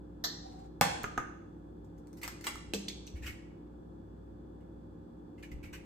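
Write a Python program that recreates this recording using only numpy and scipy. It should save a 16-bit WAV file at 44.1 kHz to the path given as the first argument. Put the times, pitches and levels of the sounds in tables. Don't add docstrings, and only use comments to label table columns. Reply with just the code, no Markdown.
import sys
import numpy as np
from scipy import signal
from scipy.fft import rfft, irfft, next_fast_len
from scipy.io import wavfile
from scipy.ndimage import map_coordinates

SR = 44100
rng = np.random.default_rng(int(sys.argv[2]) if len(sys.argv) > 2 else 0)


def dump(signal):
    limited = np.clip(np.atleast_2d(signal).T, -1, 1)
    pcm = np.round(limited * 32767).astype(np.int16)
    wavfile.write(sys.argv[1], SR, pcm)


N = 257984
EVENT_T = np.arange(SR * 3 // 4) / SR

# (f/Hz, correlation)
COHERENCE = [(60, 1), (130, 0.77), (300, 0.59), (450, 0.12), (680, -0.62), (1300, -0.089), (3000, 0.006),
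             (15000, 0.23)]
# (f/Hz, T60/s)
REVERB_TIME = [(100, 0.64), (400, 0.97), (1000, 0.62), (2800, 0.67), (7000, 0.61), (10000, 0.46),
               (14000, 0.16)]
# (f/Hz, gain)
CROSSFEED = [(3500, 0), (5500, .45), (7800, .9), (15000, .95)]
# (f/Hz, level/dB)
HUM_LINES = [(59.2, -54.5), (96.9, -62.5), (166.9, -58.5), (236.9, -61), (296.1, -55.5), (333.8, -60),
             (532.9, -68.5)]
# (f/Hz, level/dB)
WHINE_LINES = [(1712, -87.5), (3424, -96), (3483, -95), (4620, -101)]
# (f/Hz, level/dB)
FAN_SPECTRUM = [(30, -27), (58, -0.5), (78, -11), (100, -3), (130, -7.5), (180, -2.5), (260, -9),
                (330, -2.5), (450, -10.5), (620, -19.5), (820, -15.5), (1050, -24.5), (1600, -31),
                (2050, -44.5), (5000, -48.5), (15000, -59.5)]
# (t/s, level/dB, hold/s)
WEIGHT_SHIFTS = [(2.512, -45, .06), (2.666, -46.5, 0.059), (3.133, -41, .16), (5.515, -35, 0.035),
                 (5.629, -43.5, .02)]
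# (f/Hz, level/dB)
FLOOR_SPECTRUM = [(20, -11), (45, -9.5), (65, 5.5), (95, -2.5), (150, -13), (400, -68.5)]
# (f/Hz, level/dB, T60/s)
BOWL_MODES = [(199, -7.5, 0.82), (448, -2, .25), (822, -14.5, 0.78), (1690, -11, .2), (3710, -9, .35),
              (4127, 0.5, 0.25), (4453, -5.5, .35), (4830, -4.5, .35), (5600, -1.5, .35),
              (5950, -11.5, 0.23)]
# (f/Hz, level/dB)
RUB_SPECTRUM = [(500, -29.5), (680, -12), (760, 11), (880, -16.5), (1500, -23), (2500, -28.5), (7500, -31),
                (13000, -44.5), (16000, -46)]
# (t/s, level/dB)
NAIL_TICKS = [(0.239, -28.5), (0.2445, -45.5)]
# (f/Hz, level/dB)
NAIL_SPECTRUM = [(150, -24.5), (800, 0), (1300, -3), (1800, -3), (2450, -23.5), (3300, -3.5), (4200, 8),
                 (5600, 1), (7800, -12.5), (9500, -33), (12500, -9.5), (15500, -14.5)]
# (t/s, level/dB, T60/s)
HALF_SCRAPES = [(3.15, -55.5, 0.12), (3.219, -43.5, 0.22), (3.257, -39, 0.098), (4.605, -74, 0.027),
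                (5.376, -61.5, 0.1), (5.425, -49.5, 0.053), (5.514, -54, 0.026), (5.626, -50, 0.12),
                (5.727, -43.5, 0.072)]
# (f/Hz, level/dB)
HALF_SPECTRUM = [(200, -47), (900, -15.5), (1400, -8.5), (2200, 0.5), (2800, -2.5), (3500, -15.5),
                 (4700, -16.5), (6000, -17.5), (15000, -25.5)]
# (f/Hz, level/dB, T60/s)
HALF_MODES = [(1966, -4.5, 0.046), (2238, -2, 0.025), (2904, -13, 0.044), (4610, -13, .03)]
# (t/s, level/dB, weight level/dB, bubble f/Hz, bubble level/dB re slap)
LANDINGS = [(2.7358, -28.5, 3.5, 2660, -6), (2.746, -34, 4.5, 5950, -12), (2.8831, -35.5, -29, 3440, 2.5),
            (2.886, -41.5, -9, 4400, 4), (2.9, -51, -27, 2350, 6.5), (3.068, -49, -23.5, 5960, -1.5),
            (3.075, -48, -18, 2800, -6.5)]
# (f/Hz, level/dB)
SLAP_SPECTRUM = [(300, -8.5), (900, -13), (1300, -14.5), (2000, -8.5), (2700, -9), (3400, 0), (4400, -1.5),
                 (6000, 1), (8000, -8), (10000, -14.5), (13000, -12.5), (16000, -26)]
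# (f/Hz, level/dB)
FLOP_SPECTRUM = [(40, -25), (90, 2), (200, -1.5), (430, 7), (600, -1.5), (1200, -13.5), (3000, -47)]
# (t/s, level/dB, relative tick level/dB)
DENT_POPS = [(1.033, -41.5, 0), (1.0417, -25, -33), (1.1772, -22, -24), (1.181, -30, -29),
             (1.2, -35.5, -24), (2.556, -46, -6)]
# (f/Hz, level/dB, T60/s)
DENT_MODES = [(1225, 0, 0.04), (1450, -8, 0.038), (2040, -35, 0.004), (5030, -24.5, 0.015),
              (6440, -2.5, 0.0078)]
# (f/Hz, level/dB)
EGG_SPECTRUM = [(100, -7.5), (450, -5.5), (900, -6), (1280, 6), (1580, -9), (2100, -14), (3500, -34),
                (9000, -56)]
# (t/s, level/dB, T60/s)
FRACTURES = [(1.845, -71, 0.015), (1.977, -69, .04), (2.071, -63.5, 0.0048), (2.13, -60.5, 0.0045),
             (2.168, -55.5, 0.061), (2.214, -49.5, .04), (2.229, -37.5, 0.07), (2.278, -38.5, 0.0015),
             (2.41, -51.5, .008), (2.44, -40.5, .035), (2.463, -46, 0.0067), (2.4675, -32, .014),
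             (2.551, -54.5, 0.019)]
# (f/Hz, level/dB)
CAVITY_SPECTRUM = [(200, -28), (720, 1), (1100, 1.5), (1600, 0.5), (2250, 2), (2900, -2), (3800, -10.5),
                   (6000, -28), (15000, -49.5)]
# (f/Hz, level/dB)
SNAP_SPECTRUM = [(500, -43.5), (2500, -12.5), (4000, -6), (5500, 1), (7500, -3), (9000, -4.5),
                 (13000, -6.5), (16000, -4)]
# (t/s, level/dB)
IMPACTS = [(0.8112, -14.5)]
# (f/Hz, level/dB)
CRUSH_SPECTRUM = [(35, -26.5), (75, -5), (180, -6.5), (360, -11.5), (500, -4.5), (620, -7.5), (800, -3),
                  (1200, -11), (1600, -10), (2100, -7.5), (2700, -12), (3300, -16), (5500, -17),
                  (9000, -23.5), (15000, -30.5)]
# (f/Hz, level/dB, T60/s)
COUNTER_MODES = [(445, -8, 0.1), (700, -5.5, 0.18), (812, -0.5, 0.22), (847, -1.5, 0.16),
                 (1160, -3.5, 0.19), (1225.4, 4, 0.075), (1500, -3.5, 0.092), (1800, -12.5, 0.25),
                 (2004, -12, 0.33), (2195, -13.5, 0.2)]
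# (f/Hz, level/dB, T60/s)
CUPBOARD_MODES = [(84, -4, .25), (169.9, -5.5, 0.52), (187.6, 0.5, 0.24), (236, -1.5, .15)]


def amp(db):
    return 10 ** (np.asarray(db) / 20)


def unit_rms(x):
    return x / np.sqrt(np.mean(x ** 2) + 1e-20)


def unit_energy(x):
    return x * np.sqrt(SR / 1000 / (np.sum(x ** 2) + 1e-20))


def along(points, hz):
    f, value = np.transpose(points)
    return np.interp(np.log(hz + 1), np.log(f + 1), value)


def wobble(rate):
    return map_coordinates(rng.standard_normal(int(N * rate / SR) + 4), [np.arange(N) * rate / SR])


def swell(start, attack, hold, fall_db_per_s):
    t = np.arange(N) / SR - start
    return np.clip(t / attack, 0, 1) * amp(-fall_db_per_s * np.maximum(t - attack - hold, 0))


def diffuse(size, spectrum=None):
    m = next_fast_len(size)
    hz = np.fft.rfftfreq(m, 1 / SR)
    angle = np.arccos(np.clip(along(COHERENCE, hz), -1, 1)) / 2
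    gain = amp(along(spectrum, hz)) if spectrum else 1
    noise = rfft(rng.standard_normal((2, m))) * gain
    mid, side = irfft(noise * [np.cos(angle), np.sin(angle)], m)[:, :size]
    return unit_rms(np.array([mid + side, mid - side]))


def burst(spectrum, t60, spiky_db=5, rise=0):
    size = 4096
    cepstrum = irfft(np.log(amp(along(spectrum, np.fft.rfftfreq(size, 1 / SR)))))
    cepstrum[1:size // 2] *= 2
    cepstrum[size // 2 + 1:] = 0
    response = irfft(np.exp(rfft(cepstrum)))
    noise, strength = rng.standard_normal((2, len(EVENT_T)))
    onset = (EVENT_T + 1 / SR) / (EVENT_T + 1 / SR + rise)
    force = noise * onset * amp(spiky_db * strength - 60 * EVENT_T / max(t60, .001))
    return unit_energy(signal.fftconvolve(force, response)[:len(EVENT_T)])


def ring(modes, attack=0.00037):
    tones = 0
    for hz, db, t60 in modes:
        decay = amp(db + rng.normal() - 60 * EVENT_T / t60)
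        tones += decay * np.sin(2 * np.pi * (hz * EVENT_T + rng.random()))
    return unit_energy(tones * (1 - np.exp(-EVENT_T / attack)))


def kitchen(sound, early_db, late_db, early_t60=0.13):
    size = len(EVENT_T)
    hz, t, bands = signal.stft(diffuse(size), SR, nperseg=256)
    bands *= amp(-60 * t / along(REVERB_TIME, hz)[:, None])
    late = signal.istft(bands, SR, nperseg=256)[1][:, :size] * (1 - np.exp(-EVENT_T / 0.0017))
    early = diffuse(size) * amp(3.9 * rng.standard_normal(size) - 60 * EVENT_T / early_t60)
    near = diffuse(size) * amp(-60 * EVENT_T / 0.0038)
    direct = np.tile(EVENT_T == 0, (2, 1)) * 1.
    paths = [(-2, direct), (-5, near), (early_db, early), (late_db, late)]
    response = sum(amp(db) * path / np.linalg.norm(path) for db, path in paths)
    return signal.fftconvolve(sound[None], response / np.linalg.norm(response[0]), axes=1)[:, :size]


def add(out, start, sound):
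    part = out[:, round(start * SR):][:, :sound.shape[1]]
    part += sound[:, :part.shape[1]]


def fridge():
    t = np.arange(N) / SR
    hum = sum(amp(db + 1.3 * wobble(2.5)) * np.sqrt(2) * np.sin(2 * np.pi * hz * t + .35 * wobble(4.2))
              for hz, db in HUM_LINES)
    whine = sum(amp(db) * np.sqrt(2) * np.sin(2 * np.pi * hz * t + 0.51 * wobble(14))
                for hz, db in WHINE_LINES)
    hiss = diffuse(N, [(2500, -42.5), (3250, -9), (3470, 2), (3750, -32),
                       (4200, -14), (4600, -13.5), (5500, -41.5), (9000, -56.5)])
    return amp(-2) * hum + whine + amp(-52.5) * diffuse(N, FAN_SPECTRUM) + amp(-90) * hiss


def floor_rumble():
    envelope = sum(amp(db) * swell(start, attack=0.012, hold=hold, fall_db_per_s=208)
                   for start, db, hold in WEIGHT_SHIFTS)
    return amp(-5) * envelope * diffuse(N, FLOOR_SPECTRUM)


def rim_rub():
    stroke = swell(start=0.4, attack=0.072, hold=0.16, fall_db_per_s=220)
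    return stroke * amp(-55.5 + 2.9 * wobble(40)) * diffuse(N, RUB_SPECTRUM)


def bowl(contact):
    return ring([(hz, db + along(contact, hz), t60) for hz, db, t60 in BOWL_MODES])


def fingernail():
    out = np.zeros((2, N))
    for start, db in NAIL_TICKS:
        tick = burst(NAIL_SPECTRUM, t60=0.036)
        rim = amp(-7.5) * bowl([(200, -36), (760, 0), (4000, -1), (6000, -6.5)])
        add(out, start, amp(db + 11.5) * kitchen(tick + rim, early_db=8, late_db=2))
    return out


def breaking_edge(t60):
    return burst(SNAP_SPECTRUM, t60, spiky_db=8.5, rise=t60 * 0.18)


def empty_halves():
    out = np.zeros((2, N))
    for start, db, t60 in HALF_SCRAPES:
        drag = burst(HALF_SPECTRUM, t60, spiky_db=5.5, rise=t60 * 0.21)
        resonance = amp(-5) * unit_energy(signal.fftconvolve(drag, ring(HALF_MODES))[:len(EVENT_T)])
        chips = amp(0.2 * (db + 21.5) - 4) * breaking_edge(t60 * 1.13)
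        add(out, start, amp(db + 10) * kitchen(drag + resonance + chips, early_db=3, late_db=-4))
    return out


def egg_splats():
    out = np.zeros((2, N))
    for start, db, weight_db, bubble_hz, bubble_db in LANDINGS:
        weight = amp(weight_db - 4.5)
        slap = burst(SLAP_SPECTRUM, t60=0.028, spiky_db=-2)
        bubble = amp(bubble_db) * ring([(bubble_hz, 0, .009)])
        flop = weight * burst(FLOP_SPECTRUM, t60=0.043)
        wet = kitchen(slap + bubble + flop, early_db=-2.5, late_db=-5)
        note = weight * bowl([(200, 12.5), (420, 6.5), (760, -11), (4000, -47), (6000, -3)])
        add(out, start, amp(db + 4.5) * (wet + note))
    return out


def dent_pops():
    out = np.zeros((2, N))
    for start, db, tick_db in DENT_POPS:
        note = amp(-7.5) * ring(DENT_MODES, attack=0.00018)
        body = amp(-2.5) * burst(EGG_SPECTRUM, t60=0.015)
        tick = amp(tick_db) * burst(SNAP_SPECTRUM, t60=0.0077)
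        add(out, start, amp(db + 7) * kitchen(note + body + tick, early_db=-2.5, late_db=-6))
    return out


def cupped_shell(centre_hz=2087, log_spread=0.057):
    hz = centre_hz * np.exp(log_spread * rng.normal())
    return ring([(hz, 0, .022)], attack=0.0011)


def shell_cracks():
    out = np.zeros((2, N))
    for start, db, t60 in FRACTURES:
        cavity = amp(-3) * burst(CAVITY_SPECTRUM, t60, spiky_db=2.5, rise=t60 * .2)
        note = amp(-9) * cupped_shell()
        hollow_db = 2 + 0.37 * (db + 41)
        crack = amp(hollow_db) * (cavity + note) + breaking_edge(t60)
        add(out, start, amp(db + 8.5) * kitchen(crack, early_db=1, late_db=-3.5))
    return out


def egg_knock():
    out = np.zeros((2, N))
    for start, db in IMPACTS:
        crunch = amp(4.5) * kitchen(burst(CRUSH_SPECTRUM, t60=.02, spiky_db=10), early_db=-1, late_db=1)
        crack = amp(-1.5) * kitchen(burst(SNAP_SPECTRUM, t60=0.004), early_db=-4, late_db=-3.5)
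        counter = ring(COUNTER_MODES, attack=0.0018)
        echoes = amp(-7.5) * kitchen(counter, early_db=12, late_db=4.5)
        boom = amp(-7.5) * ring(CUPBOARD_MODES, attack=0.013)
        add(out, start, amp(db) * (crunch + crack + counter + echoes + boom))
    return out


def scene():
    handling = fingernail() + rim_rub() + egg_knock() + dent_pops()
    handling += shell_cracks() + empty_halves() + egg_splats()
    return handling * amp([[-.4], [.4]]) + floor_rumble() + fridge()


def record(dry):
    lag_s, cutoff_hz = .00019, 15950
    m = next_fast_len(N + SR // 2)
    hz = np.fft.rfftfreq(m, 1 / SR)
    left, right = rfft(dry, m)
    share = np.clip(along(CROSSFEED, hz), 0, 1)
    delayed_left = left * np.exp(-2j * np.pi * hz * lag_s)
    right = np.sqrt(1 - share ** 2) * right - share * delayed_left
    lowpass = 1 / np.sqrt(1 + (hz / cutoff_hz) ** 160)
    return irfft(np.array([left, right]) * lowpass, m)[:, :N]


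dry = scene()
out = record(dry)
dump(out)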